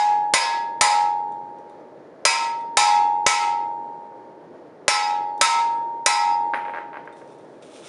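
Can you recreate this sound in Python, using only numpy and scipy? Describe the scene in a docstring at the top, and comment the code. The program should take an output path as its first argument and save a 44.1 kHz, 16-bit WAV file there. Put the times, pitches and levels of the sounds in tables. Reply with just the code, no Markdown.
"""A hammer bends hot steel clamped on a ringing steel block, in three sets of three blows in a workshop.
The first blow falls just before the start. Each blow is a crack of noise plus many dying sine tones, and
the recorder's gain control ducks it, so the long ring swells afterwards. The hammer is then laid down and
rocks on a bench: runs of short dull tones and a thin steel ring. A wire brush is picked up and starts to
scrub: dense random flicks. Small dry ticks fall in between, and the forge roars softly throughout as noise."""
import sys
import numpy as np
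from scipy import signal
from scipy.fft import rfft, irfft, next_fast_len
from scipy.io import wavfile
from scipy.ndimage import uniform_filter1d

SR = 44100
rng = np.random.default_rng(int(sys.argv[2]) if len(sys.argv) > 2 else 0)


def rack_gain(trim_db):
    """Turn a fader trim in dB into the linear factor to multiply a signal by."""
    fader = np.asarray(trim_db, float)
    return 10 ** (fader / 20)


def wrap_up_sound(samples):
    """Save the sound to the file named by the first command line argument, as 16-bit audio."""
    columns = np.atleast_2d(samples).T
    # keep every value between -1 and 1, then stretch to whole-number steps
    tamed = np.clip(columns, -1, 1)
    steps = np.round(tamed * 32767).astype(np.int16)
    wavfile.write(sys.argv[1], SR, steps)


N = 347508
LEAD = next_fast_len(N + SR // 5) - N   # samples before the start, in which the first blow falls
SECONDS = (np.arange(N + LEAD) - LEAD) / SR   # time of every sample, zero at the start


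def rms_one(x):
    """Scale to an rms (average strength) of 1."""
    return x / np.sqrt(np.mean(x ** 2) + 1e-20)


def colour(x, spectrum):
    """Shape by a spectrum with a causal (minimum phase) filter; white noise comes out with rms 1."""
    table_hz, table_db = np.transpose(spectrum)
    hz = np.maximum(np.fft.rfftfreq(len(x), 1 / SR), 1)
    db = np.interp(np.log(hz), np.log(table_hz), table_db)
    cepstrum = irfft(np.log(rms_one(rack_gain(db))), len(x))
    # folding the second half onto the first makes the filter act only after its input
    cepstrum[1:len(x) // 2] *= 2
    cepstrum[len(x) // 2:] = 0
    return irfft(rfft(x) * np.exp(rfft(cepstrum)), len(x))


def clicks(times, db):
    """Single samples at the given moments, counted from the end of the lead-in."""
    out = np.zeros(N + LEAD)
    out[(np.asarray(times) * SR).astype(int) + LEAD] = rack_gain(db)
    return out


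def ring(x, hz, t60):
    """A unit click sets a sine of height 1 ringing; t60 is the time [s] it takes to fall by 60 dB."""
    r, w = rack_gain(-60 / (t60 * SR)), 2 * np.pi * hz / SR
    return signal.lfilter([0, np.sin(w)], [1, -2 * r * np.cos(w), r * r], x + 1e-18)


def dying(x, tau_s):
    """Each click becomes an envelope that dies away to 37 % in tau_s."""
    return signal.lfilter([1], [1, -np.exp(-1 / (tau_s * SR))], x + 1e-18)


def drift(rate):
    """Slow random wandering with spread 1; a higher rate wanders faster."""
    knots_per_s = 100
    knots = rng.standard_normal(int((N + LEAD) / SR * knots_per_s) + 2)
    slow = rms_one(uniform_filter1d(knots, size=max(int(50 / rate), 1)))
    return np.interp(np.arange(N + LEAD) / SR * knots_per_s, np.arange(len(slow)), slow)


# how much more each blow's spot excites the four singing modes:
# (time [s], first mode [dB], second [dB], third [dB], fourth [dB])
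BLOW_TABLE = [(-0.13, 8, -3, -12, -5.5), (0.3371, -3, -1.5, -11, -1), (0.8105, 4, 0, -4.5, -5.5),
              (2.2518, -18, -3, -0.5, 0.5), (2.7706, 5, 1.5, -1.5, -3.5), (3.2643, -2, 0, 2, -4),
              (4.8801, 0.5, -5, -0.5, 1.5), (5.412, -9.5, 1.5, 1, -10), (6.061, 1, 2.5, -1.5, 1.5)]
# pitches of those four singing modes: (frequency [Hz])
SINGING_MODES = [836, 927, 1314, 4952]
# modes whose strength goes with, or against, a singing mode: (frequency [Hz], singing frequency [Hz], share)
LINKED_MODES = [(1679, 1314, -.9), (1952, 4952, .8), (2000, 4952, .5), (2400, 4952, .7), (2556, 4952, .7),
                (3981, 4952, .4), (5877, 4952, .4)]


def spot_levels(hz, t60, singing_db, chance, kin_spread_db=1.5, spread_db=2.5):
    """Where the hammer lands decides how strongly each blow excites a mode."""
    near = np.abs(np.array(SINGING_MODES) / hz - 1) < .02
    if near.any():
        # only the shorter singing modes also vary by chance
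        return singing_db[np.argmax(near)] + kin_spread_db * chance * (t60 < 1)
    for linked_hz, leader_hz, share in LINKED_MODES:
        if linked_hz == hz:
            leader_db = singing_db[SINGING_MODES.index(leader_hz)]
            return share * (leader_db - np.mean(leader_db)) + kin_spread_db * chance
    return spread_db * chance


def waver(mode, hz, t60, rough_s=.3, per_s=14):
    """A mode's own echoes make its level and phase waver, the more the shorter it rings."""
    echoes = min(rough_s / t60, 1)
    quarter = round(SR / hz / 4)
    late = np.pad(mode, (quarter, 0))[:len(mode)]   # a quarter cycle later
    mixed = mode * (1 + echoes * drift(per_s)) + late * echoes * drift(per_s)
    return mixed / np.sqrt(1 + 2 * echoes ** 2)


# pitches of the modes of block and clamp: (frequency [Hz])
BLOCK_PITCHES = [575, 770, 836, 927, 1035, 1005, 1307, 1320, 1679, 1952, 2000, 2080, 2103, 2257, 2342, 2400,
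                 2556, 2794, 3427, 3553, 3767, 3981, 4451, 4791, 4952, 5410, 5877, 5992, 6756, 6844, 7074,
                 7197, 8177, 8629, 9722]
# the same modes, before each blow's spot and the clamp's grip: (level [dB], time to fall 60 dB [s])
BLOCK_RINGS = [(-4, 0.045), (-23, 0.74), (-11.5, 1.556), (-11, 1.676), (-12.5, 0.45), (-15.5, 0.44),
               (-8, .55), (-16.5, 0.4), (-25.5, 0.79), (-17.5, 0.52), (-6.5, 0.17), (-23, 0.61),
               (-18, 0.49), (-15, 0.42), (-15, 0.38), (-20.5, 0.4), (-17, 0.47), (-25, .4), (-28.5, 0.58),
               (-27.5, 0.29), (-14, 0.42), (-21.5, 0.36), (-23, 0.52), (-20, .36), (-8, 0.39), (-17, 0.4),
               (-13, 0.19), (-23, 0.15), (-21, 0.37), (-10.5, 0.12), (-22.5, .28), (-21.5, .28),
               (-20.5, 0.4), (-20.5, .28), (-23, .26)]
# extra damping of the block by the clamp in each set of three blows: (damping [dB per s])
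CLAMP_GRIP = [4, -2.5, -2.5]


def anvil():
    """Every blow strikes all modes of the steel block, and each mode rings as a dying sine."""
    s, *singing_db = np.transpose(BLOW_TABLE)
    chance = rng.standard_normal((len(s), len(BLOCK_RINGS)))
    out = 0
    for k, (hz, (level_db, t60)) in enumerate(zip(BLOCK_PITCHES, BLOCK_RINGS)):
        spot_db = spot_levels(hz, t60, singing_db, chance[:, k])
        mode = ring(clicks(s, level_db + spot_db), hz, t60)
        if .15 < t60 < 1:
            mode = waver(mode, hz, t60)
        # short modes start upward or downward by chance
        out = out + mode * (np.sign(chance[0, k - 1]) if t60 < 1 else 1)
    # the grip acts afresh from each blow
    last = np.maximum(np.searchsorted(s, SECONDS) - 1, 0)
    grip_db_per_s = np.array(CLAMP_GRIP)[last // 3]
    return out * rack_gain(-grip_db_per_s * (SECONDS - s[last]))


# colour of the hammer face on steel: (frequency [Hz], relative level [dB per Hz])
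CRACK_COLOUR = [(30, -74.5), (100, -52.5), (300, -20.5), (600, -3.5), (900, -5), (2070, -5.5), (3300, -10),
                (4800, -9.5), (6300, -7), (8000, -8), (9000, -6.5), (11000, -25.5), (13000, -44.5)]


def crack(level_db=4, tau_s=0.0052):
    """A few milliseconds of dense chatter where the face meets the steel."""
    s = np.array(BLOW_TABLE)[:, 0]
    chatter = rng.standard_normal(N + LEAD) * dying(clicks(s, level_db), tau_s)
    return colour(chatter, CRACK_COLOUR)


# how long the workshop's echoes last at each pitch: (frequency [Hz], time to fall 60 dB [s])
SHOP_ECHO = [(100, 0.081), (600, 0.52), (1500, 0.46), (3000, 0.5), (7000, 0.38), (11000, 0.2)]


def clang(level_db=-17.5, spread_db=4.0, count=80):
    """Clamp, jig and bolts: a crowd of lesser modes, coloured like the crack and dying like the room."""
    s = np.array(BLOW_TABLE)[:, 0]
    pitches = np.linspace(1500, 11000, count) * rng.uniform(.98, 1.02, count)
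    chance = rng.standard_normal((len(s), count))
    lasting = rng.uniform(.5, .95, count)   # share of the room's echo time
    out = 0
    for k, hz in enumerate(pitches):
        level = level_db + np.interp(hz, *np.transpose(CRACK_COLOUR)) + spread_db * chance[:, k]
        t60 = lasting[k] * np.interp(hz, *np.transpose(SHOP_ECHO))
        out = out + (-1) ** k * ring(clicks(s, level), hz, t60)
    return out


# the hammer rocks on the bench, each rock a run of touches:
# (start [s], length [s], first relative level [dB], last relative level [dB], relative ring of the head [dB])
ROCK_TABLE = [(6.536, 0, -15.5, -18, -77), (6.5436, .026, -15.5, -30.5, -60), (6.652, .0085, -28, -31, -72),
              (6.682, 0.013, -26, -28, -75), (6.7365, .047, -24, -24, -79), (6.931, .039, -31, -28, -84),
              (7.075, 0.0057, -29.5, -32, -88), (7.216, 0, -38.5, -39.5, -85)]


def touches(spacing_s=.012, jitter_s=.001):
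    """Every rock becomes about evenly spaced, slightly uneven touches: (s, dB, head dB)."""
    rows = []
    for s, length_s, first_db, last_db, head_db in ROCK_TABLE:
        along = np.linspace(0, 1, round(length_s / spacing_s) + 1)
        inner = (along > 0) * (along < 1)   # the first and last touch stay on time
        late_s = jitter_s * rng.standard_normal(len(along)) * inner
        db = first_db + (last_db - first_db) * along
        rows += zip(s + length_s * along + late_s, db, head_db + db - first_db)
    return np.transpose(rows)


# short modes of the bench: (frequency [Hz], relative level [dB], time to fall 60 dB [s])
BENCH_MODES = [(340, -26, .03), (510, -10, 0.013), (970, 0.5, 0.0039), (1582, -6.5, 0.014),
               (2070, -5, 0.0045), (2580, -13, 0.0021), (3370, -41, 0.0062), (4360, -39, 0.0045)]


def bench(s, db, level_db=6, spread_db=2.0, rebound_s=0.0037, rebound_db=-9.5):
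    """Each contact, with a softer rebound just after, sets the short modes of the bench going."""
    chance = rng.standard_normal((len(s), len(BENCH_MODES)))
    wood = 0
    for k, (hz, mode_db, t60) in enumerate(BENCH_MODES):
        peak_db = db + level_db + mode_db + spread_db * chance[:, k]
        contacts = clicks(s, peak_db) + clicks(s + rebound_s, peak_db + rebound_db)
        wood = wood + (-1) ** k * ring(contacts, hz, t60)
    return signal.sosfilt(signal.butter(4, [250, 4200], "band", fs=SR, output="sos"), wood)


# modes of the hammer head: (frequency [Hz], relative level [dB], time to fall 60 dB [s])
HEAD_MODES = [(8550, -35, .15), (9370, -28, 0.074), (9450, -33, 0.3)]


def hammer_head(s, head_db, lag_s=.002, build_t60=0.014):
    """The steel head lands just after the handle and rings thinly, building over a few milliseconds."""
    out = 0
    for hz, mode_db, t60 in HEAD_MODES:
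        push = ring(clicks(s + lag_s, head_db + mode_db), hz, build_t60)
        out = out + ring(push, hz, t60)
    return out


# the brush is lifted, set down and drawn twice:
# (time at full pressure [s], level [dB], swell [s per 20 dB], hold [s])
STROKE_TABLE = [(7.168, -61, .02, .02), (7.318, -64, .1, .005), (7.385, -71, .03, .2),
                (7.624, -56, .008, .003), (7.64, -68, .03, .07), (7.745, -51.5, .07, .035),
                (7.858, -46, .05, .03)]
# colour of the bristles: (frequency [Hz], relative level [dB per Hz])
BRISTLE_COLOUR = [(710, -31.5), (1200, -2), (1310, 6), (1620, -12.5), (2490, 1.5), (2990, -4), (3490, 1),
                  (4700, -8.5), (5750, -3), (6700, -7), (9200, -4), (10500, -23.5), (11900, -34),
                  (15500, -48), (22000, -120)]


def brush(grains_per_s=6000, fade_db_per_s=261):
    """Dense bristle flicks under strokes that swell, hold and fade."""
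    strokes = 0
    for s, db, swell_s, hold_s in STROKE_TABLE:
        swell_db = 20 * (SECONDS - s) / max(swell_s, .003)
        fade_db = fade_db_per_s * (s + hold_s - SECONDS)
        strokes = strokes + rack_gain(db + np.clip(np.minimum(swell_db, fade_db), -100, 0))
    flicks = (rng.random(N + LEAD) < grains_per_s / SR) * rng.standard_normal(N + LEAD)
    return strokes * colour(rms_one(flicks), BRISTLE_COLOUR)


# small dry ticks of scale, clamp and bristles: (time [s], level [dB])
TICK_TABLE = [(1.3214, -51), (1.5863, -56), (1.697, -51.5), (2.61, -51.5), (5.3787, -45.5), (7.0544, -54.5),
              (7.1264, -47), (7.1666, -57), (7.2763, -53), (7.3026, -55), (7.3217, -57), (7.3857, -52),
              (7.624, -54)]
# small steel that ticks: (frequency [Hz], relative level [dB], time to fall 60 dB [s])
TICK_RINGS = [(3640, -12, 0.11), (5830, -15.5, .1), (6880, -22.5, .05), (8200, -21.5, 0.054),
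              (8500, -20, 0.058)]


def ticks(tau_s=.0006, spread_db=4.0):
    """Lone ticks: a dry snap, and a faint ring of small steel, another mix each time."""
    s, db = np.transpose(TICK_TABLE)
    chance = rng.standard_normal((len(s), len(TICK_RINGS)))
    out = dying(clicks(s, db), tau_s) * colour(rng.standard_normal(N + LEAD), BRISTLE_COLOUR)
    for k, (hz, mode_db, t60) in enumerate(TICK_RINGS):
        out = out + ring(clicks(s, db + mode_db + spread_db * chance[:, k]), hz, t60)
    return out


def shop(x, level_db=-3.5):
    """Dense echoes of the walls: each band's energy lingers as noise and dies away at its own pace."""
    echo_hz, echo_t60 = np.transpose(SHOP_ECHO)
    edges = 160 * 2 ** np.arange(0, 6.5, 1 / 3)   # bands a third of an octave wide [Hz]
    white = rng.standard_normal((2, len(x)))      # neighbouring bands get unrelated noise
    out = 0
    for k, (low, high) in enumerate(zip(edges, edges[1:])):
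        t60 = np.interp(np.log(low * high) / 2, np.log(echo_hz), echo_t60)
        band = signal.butter(2, [low, high], "band", fs=SR, output="sos")
        heard, noise = signal.sosfilt(band, [x, white[k % 2]])
        tau_s = t60 / np.log(1e6)   # energy falls a millionfold in 60 dB
        energy = dying(heard ** 2, tau_s) / (tau_s * SR)
        out = out + rms_one(noise) * np.sqrt(energy)
    return rack_gain(level_db) * out


# colour of the forge: (frequency [Hz], relative level [dB per Hz])
ROAR_COLOUR = [(15, -76), (25, -60), (148, -13), (192, -16), (322, -6), (499, -6), (613, -7), (774, -15.5),
               (836, -12), (951, -18.5), (1400, -25), (1720, -26), (2740, -39), (4470, -42.5),
               (11900, -58.5), (15500, -85.5), (22000, -120)]


def forge(level_db=-44.5, flutter_db=.6):
    """The burner's steady roar is coloured noise, fluttering a little."""
    return rack_gain(level_db + flutter_db * drift(8)) * colour(rng.standard_normal(N + LEAD), ROAR_COLOUR)


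def scene():
    """Short sounds fill the room; the long steel modes outlast it. Small solid steel radiates no bass."""
    s, db, head_db = touches()
    short = crack() + bench(s, db) + brush() + ticks()
    no_bass = signal.butter(2, 350, "high", fs=SR, output="sos")
    steel = signal.sosfilt(no_bass, anvil() + clang())
    mix = steel + hammer_head(s, head_db) + short + shop(short) + forge()
    return mix[None, LEAD:]


def roll_off(x):
    """The treble ends steeply here."""
    return signal.sosfilt(signal.butter(12, 12080, fs=SR, output="sos"), x)


def record(dry):
    """Gain control drops just ahead of a blow and climbs back steadily; the microphone has a dip and cut ends."""
    duck_above_db, duck_share = -3, 0.78   # ducking is this share of the held level above the threshold
    held_fall_db_per_s, held_at_start_db = 72, 5
    attack_s, look_ahead_s = .003, .0013
    top = .48   # soft ceiling of the waveform
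    # the held level jumps up with each peak and falls steadily in dB
    fall_db = held_fall_db_per_s * np.arange(N) / SR
    level_db = np.maximum(20 * np.log10(np.abs(dry[0]) + 1e-9), held_at_start_db - fall_db)
    held_db = np.maximum.accumulate(level_db + fall_db) - fall_db
    duck_db = duck_share * np.maximum(held_db - duck_above_db, 0)
    r = np.exp(-1 / (attack_s * SR))
    duck_db = signal.lfilter([1 - r], [1, -r], duck_db, zi=[r * duck_db[0]])[0]
    ahead = int(look_ahead_s * SR)
    duck_db = np.pad(duck_db, (0, ahead), "edge")[ahead:]
    x = top * np.tanh(dry * rack_gain(-duck_db) / top)
    # the dip halves the sound at 7950 Hz
    x = x - .5 * signal.lfilter(*signal.iirpeak(7950, 12.0, fs=SR), x)
    x = signal.sosfilt(signal.butter(2, 45, "high", fs=SR, output="sos"), x)
    x = signal.sosfilt(signal.cheby2(8, 40, 12400, fs=SR, output="sos"), x)   # 40 dB down from 12400 Hz up
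    return roll_off(x)


dry = scene()
out = record(dry)
wrap_up_sound(out)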